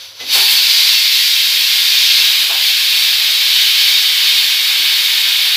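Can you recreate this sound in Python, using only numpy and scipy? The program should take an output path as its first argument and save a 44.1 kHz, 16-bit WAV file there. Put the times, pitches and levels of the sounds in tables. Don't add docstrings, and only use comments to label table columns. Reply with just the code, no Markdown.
import sys
import numpy as np
from scipy import signal
from scipy.fft import rfft, irfft, next_fast_len
from scipy.io import wavfile
from scipy.ndimage import uniform_filter1d

SR = 44100
rng = np.random.default_rng(int(sys.argv[2]) if len(sys.argv) > 2 else 0)


def wav_record(signal):
    frames = np.transpose(np.atleast_2d(signal))
    bounded = np.clip(frames, -1, 1)
    quanta = np.round(bounded * 32767).astype(np.int16)
    wavfile.write(sys.argv[1], SR, quanta)


def voltage_ratio(decibels):
    exponent = np.asarray(decibels, float) / 20
    return 10 ** exponent


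N = 245195
T = np.arange(N) / SR


def unit(x):
    return x / np.sqrt(np.mean(x ** 2))


def shape(x, gain):
    size = next_fast_len(len(x))
    hz = np.arange(size // 2 + 1) * SR / size + 1e-3
    return irfft(rfft(x, size) * gain(hz), size)[:len(x)]


def colour(points):
    hz, db = np.transpose(points)
    return lambda f: voltage_ratio(np.interp(np.log(f), np.log(hz), db))


def hump(hz, octaves):
    return lambda f: np.exp(-.5 * (np.log2(f / hz) / octaves) ** 2)


def above(f, hz):
    return 1 / (1 + (hz / f) ** 12)


def bump(s, before_s, after_s):
    return np.exp(-.5 * ((T - s) / np.where(T < s, before_s, after_s)) ** 2)


def walk(rate, size=N):
    k = int(SR / rate)
    steps = np.repeat(rng.standard_normal(size // k + 1), k)
    return 0.71 * uniform_filter1d(uniform_filter1d(steps, k), k)[:size]


# frequency in Hz, level in dB per Hz.
RUMBLE = [(20, -40), (45, -20), (95, -8), (130, -19), (170, -29), (300, -24), (500, -16), (700, -18),
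          (950, -26), (1500, -30), (3000, -50)]
# frequency in Hz, level in dB.
FAN = [(86, -69), (538, -62)]


def kitchen():
    rumble_db, duck_db, duck_s = -60.5, -9.5, .12
    noise = unit(shape(rng.standard_normal(N), colour(RUMBLE)))
    rumble = voltage_ratio(rumble_db + 1.5 * walk(4.4)) * noise
    hum = sum(voltage_ratio(db + 1.5 * walk(6.6)) * np.sin(2 * np.pi * hz * T) for hz, db in FAN)
    duck = duck_db * (0.5 - np.exp(-np.maximum(T - .4, 0) / duck_s))
    return (rumble + hum) * voltage_ratio(duck)


# start in seconds, length in seconds, from Hz, to Hz, level in dB.
SQUEAKS = [
    (3.33, .17, 590, 535, -51),
    (4.98, .1, 540, 530, -54),
    (2.42, .08, 600, 510, -56),
]


def squeaks():
    out = np.zeros(N)
    for s, length, from_hz, to_hz, db in SQUEAKS:
        u = np.clip((T - s) / length, 0, 1)
        hz = to_hz + (from_hz - to_hz) * (1 - u) ** 2
        out += voltage_ratio(db) * np.sin(np.pi * u) * np.sin(2 * np.pi * np.cumsum(hz) / SR)
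    return out


def knocks(events, modes, t60, rise_cycles, rough_db):
    out, t = np.zeros(N + SR), T[:SR // 2]
    for s, thud_db, hz, octaves, ring_db in events:
        thud = unit(shape(rng.standard_normal(len(t)), hump(hz, octaves)))
        blow = voltage_ratio(thud_db) * thud * (1 - np.exp(-t / 0.003)) * voltage_ratio(-60 * t / t60)
        for f, db, fade in modes:
            rise = 1 - np.exp(-t * f / rise_cycles)
            uneven = rough_db * walk(40, size=len(t))
            swell = rise * voltage_ratio(ring_db + db + uneven - 60 * t / fade)
            blow = blow + swell * np.sin(2 * np.pi * (f * t + rng.random()))
        start = int(s * SR)
        out[start:start + len(t)] += blow * np.minimum(1, 10 * (1 - t / t[-1]))
    return out[:N]


# start in seconds, thud in dB, thud centre in Hz, width in octaves, ring in dB.
THUDS = [
    (.202, -35, 450, .8, -39),
    (1.56, -46.5, 300, 1.2, -52),
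    (2.178, -44.5, 400, 1.1, -44),
    (3.02, -52, 130, 1.0, -62),
    (3.6, -50, 200, 1.0, -60),
    (3.93, -50, 300, .5, -54),
    (4.19, -52, 450, .5, -64),
    (4.757, -54, 350, .5, -43),
]
# frequency in Hz, level in dB, 60 dB decay in seconds.
HOUSE = [(88, -7, .9), (205, -10, .5), (257, -7, .6), (346, 0, .7), (458, -9, .5), (690, -9, .3)]


def thuds():
    return knocks(THUDS, HOUSE, t60=.5, rise_cycles=4, rough_db=4)


# start in seconds, thud in dB, thud centre in Hz, width in octaves, ring in dB.
CLACKS = [
    (.315, -36, 1000, .4, -50),
    (.35, -30, 800, .8, -31),
    (.415, -34, 850, .3, -41),
    (2.495, -29, 850, .6, -39),
    (2.54, -34, 900, .4, -46),
]
# frequency in Hz, level in dB, 60 dB decay in seconds.
POT = [(90, -16, .6), (275, -15, .4), (390, -4, .4), (528, -9, .4), (690, -4, .5), (802, 0, .7),
       (904, -2, .55), (1017, -3, .5)]


def clacks():
    return knocks(CLACKS, POT, t60=.38, rise_cycles=3, rough_db=5)


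# start in seconds, thud in dB, thud centre in Hz, width in octaves, ring in dB.
CLINKS = [
    (.2, -32, 2800, .5, -31),
]
# frequency in Hz, level in dB, 60
# dB decay in seconds.
DISH = [(257, -9, .9), (2030, 0, .3), (2540, -4, .25), (3230, 2, .25)]


def clinks():
    return knocks(CLINKS, DISH, t60=.2, rise_cycles=8, rough_db=2)


# time in seconds, core level in dB.
LIFT = [
    (0, -34),
    (.045, -34),
    (.145, -40),
    (.19, -36),
    (.207, -27.5),
    (.25, -30),
    (.285, -24),
    (.31, -17),
    (.335, -11.7),
]
# time in
# seconds, core level in dB.
PRESSURE = [(.335, -11.7), (.6, -12.2), (.86, -11.3), (1.22, -12.7), (1.7, -13.5), (1.94, -12),
            (2.18, -11.2), (2.42, -13.5), (2.52, -16), (2.66, -12.4), (2.78, -13.5), (3.45, -13.4),
            (3.62, -12), (3.9, -11.9), (4.1, -13.3), (4.28, -11.9), (4.46, -13.3), (5.56, -13.7)]
# peak in seconds, fade in
# seconds, throat in dB, top in dB.
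BURSTS = [
    (.205, .02, 6, -3),
    (.36, .035, 12, 1.5),
    (.52, .015, .1, 4),
    (2.505, .06, 6, .1),
]


def valve():
    usual_blast_db = -12.8
    open_s, open_rise_s = .325, .008
    leak_top_db, open_top_db, top_sag_db_s, top_follow = -11, -8.3, -.3, .45
    wet_db, wet_fade_s = 4, .18
    throat_db, throat_rise_db_s, throat_lift, throat_follow = -26, .2, .62, .15
    upper_db, upper_sag_db_s, upper_follow = -2.8, -.55, .4
    choke_s, choke_db = .44, 2
    lift = np.interp(T, *np.transpose(LIFT))
    lift = lift - lift[-1]
    pressure = np.interp(T, *np.transpose(PRESSURE))
    swell = pressure - usual_blast_db
    opened = .5 + .5 * np.tanh((T - open_s) / open_rise_s)
    throat_burst, top_burst = sum(np.outer(db, bump(s, .012, fade)) for s, fade, *db in BURSTS)
    wet = wet_db * np.exp(-np.maximum(T - open_s, 0) / wet_fade_s)
    open_top = open_top_db + wet + top_sag_db_s * T + (top_follow - 1) * swell
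    top = leak_top_db + opened * (open_top - leak_top_db) + top_burst
    throat = throat_db + throat_rise_db_s * T + throat_burst
    throat = throat + (throat_lift - 1) * lift + (throat_follow - 1) * swell
    upper = upper_db + upper_sag_db_s * T + upper_follow * swell * opened
    upper = upper - choke_db * bump(choke_s, .1, .1)
    return pressure + lift, top, throat, upper


# frequency in Hz, width in Hz, level in dB over the hiss.
LID = [(1630, 90, 4), (1800, 35, 2), (1935, 35, 2), (2125, 40, 6), (2165, 30, 5), (2235, 25, 4),
       (2320, 40, 3), (2455, 30, 5), (2526, 35, 4.5), (2610, 50, -6), (2687, 35, 6), (2886, 30, 5),
       (2983, 25, 8), (3125, 30, 4), (3192, 30, 5), (3286, 55, 3), (3571, 30, 3), (3684, 35, 7),
       (3759, 25, 5), (3889, 30, 5), (4028, 25, 4), (4255, 40, 2), (4415, 70, 7), (4549, 50, 3),
       (4660, 30, 3), (4733, 40, 4), (4890, 45, 3), (5415, 60, 3), (9250, 150, -4), (9570, 100, 3)]


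def cooker(x, count):
    lid_depth, tiles_t60_s, tiles_db = .95, .35, -6
    t = T[:SR // 2]
    out = 0
    for k in range(count):
        depth = lid_depth * np.clip(1 + .2 * rng.standard_normal(len(LID)), 0, 2)

        def lid_gain(f):
            return voltage_ratio(sum(d * db / (1 + np.square(np.square(2 * (f - hz) / w)))
                           for d, (hz, w, db) in zip(depth, LID)))

        rung = shape(x, lid_gain)
        tail = rng.standard_normal(len(t)) * voltage_ratio(-60 * t / tiles_t60_s) * (t > .002)
        echo = signal.fftconvolve(rung, tail / np.linalg.norm(tail))[:N]
        near = np.clip(1 - np.abs(T / T[-1] * (count - 1) - k), 0, 1)
        out = out + near * rung + voltage_ratio(tiles_db) * np.sin(near * np.pi / 2) * echo
    return out


# frequency in Hz, level in dB per Hz.
JET = [(60, -43.5), (200, -38), (500, -27.5), (750, -24.5), (950, -16.5), (1400, -18), (2000, -11.5),
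       (2300, -6), (2850, -5.5), (3150, -2), (3700, 2), (4700, -4), (5500, -10.5), (6300, -14)]
# frequency in Hz, level in dB per Hz.
SPRAY = [(5000, -73), (6300, -59.5), (7500, -62.5), (9000, -65), (9900, -64.5), (10900, -61),
         (11500, -61.5), (13000, -61), (14000, -58.5), (15000, -60), (15600, -64.5)]
# centre in Hz, width in octaves, dB against core, fade in seconds.
GAP = (4430, .09, -15, .4)
# centre in Hz, width in octaves, dB against the core.
LEAK = [(5950, .05, -17), (11200, .035, -23)]


def steam():
    core_db, top_db, throat_db, upper_db = valve()
    flutter_db = .5 * walk(14) + .5 * walk(60)
    hiss = cooker(rng.standard_normal(N) * voltage_ratio(flutter_db), count=4)
    jet = colour(JET)
    throat = unit(shape(hiss, lambda f: jet(f) * (1 - above(f, 1667))))
    lower = unit(shape(hiss, lambda f: jet(f) * (above(f, 1490) - above(f, 3925))))
    upper = unit(shape(hiss, lambda f: jet(f) * (above(f, 4350) - above(f, 6240))))
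    top = unit(shape(hiss, lambda f: colour(SPRAY)(f) * above(f, 6700)))
    lower_share = np.sqrt(1 - np.minimum(voltage_ratio(2 * upper_db), .8))
    body = lower_share * lower + voltage_ratio(upper_db) * upper
    edge = voltage_ratio(top_db + 0.28 * walk(16)) * top + voltage_ratio(throat_db + 2.0 * walk(5)) * throat
    gap_hz, octaves, gap_db, fade_s = GAP
    gap_fade = np.exp(-np.abs(T - .4) / np.where(T < .4, .1, fade_s))
    sing = voltage_ratio(gap_db) * unit(shape(hiss, hump(gap_hz, octaves))) * gap_fade
    seated = .5 - .5 * np.tanh((T - .325) / .04)
    leak = seated * sum(voltage_ratio(db) * unit(shape(hiss, hump(hz, wide))) for hz, wide, db in LEAK)
    return voltage_ratio(core_db) * (body + edge + sing + leak)


def scene():
    mix = kitchen() + squeaks() + thuds() + clacks() + clinks() + steam()
    return np.tile(mix, (2, 1))


def roll_off(x):
    return signal.sosfilt(signal.butter(12, 16100, fs=SR, output="sos"), x)


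def record(dry):
    top_hz, bass_hz = 15475, 58
    soft = dry / (1 + np.abs(dry) ** 6) ** (1 / 6)

    def band(f):
        return 1 / (1 + (f / top_hz) ** 600) / (1 + (bass_hz / f) ** 4)

    mix = np.array([shape(x, band) for x in soft])
    return roll_off(mix)


dry = scene()
out = record(dry)
wav_record(out)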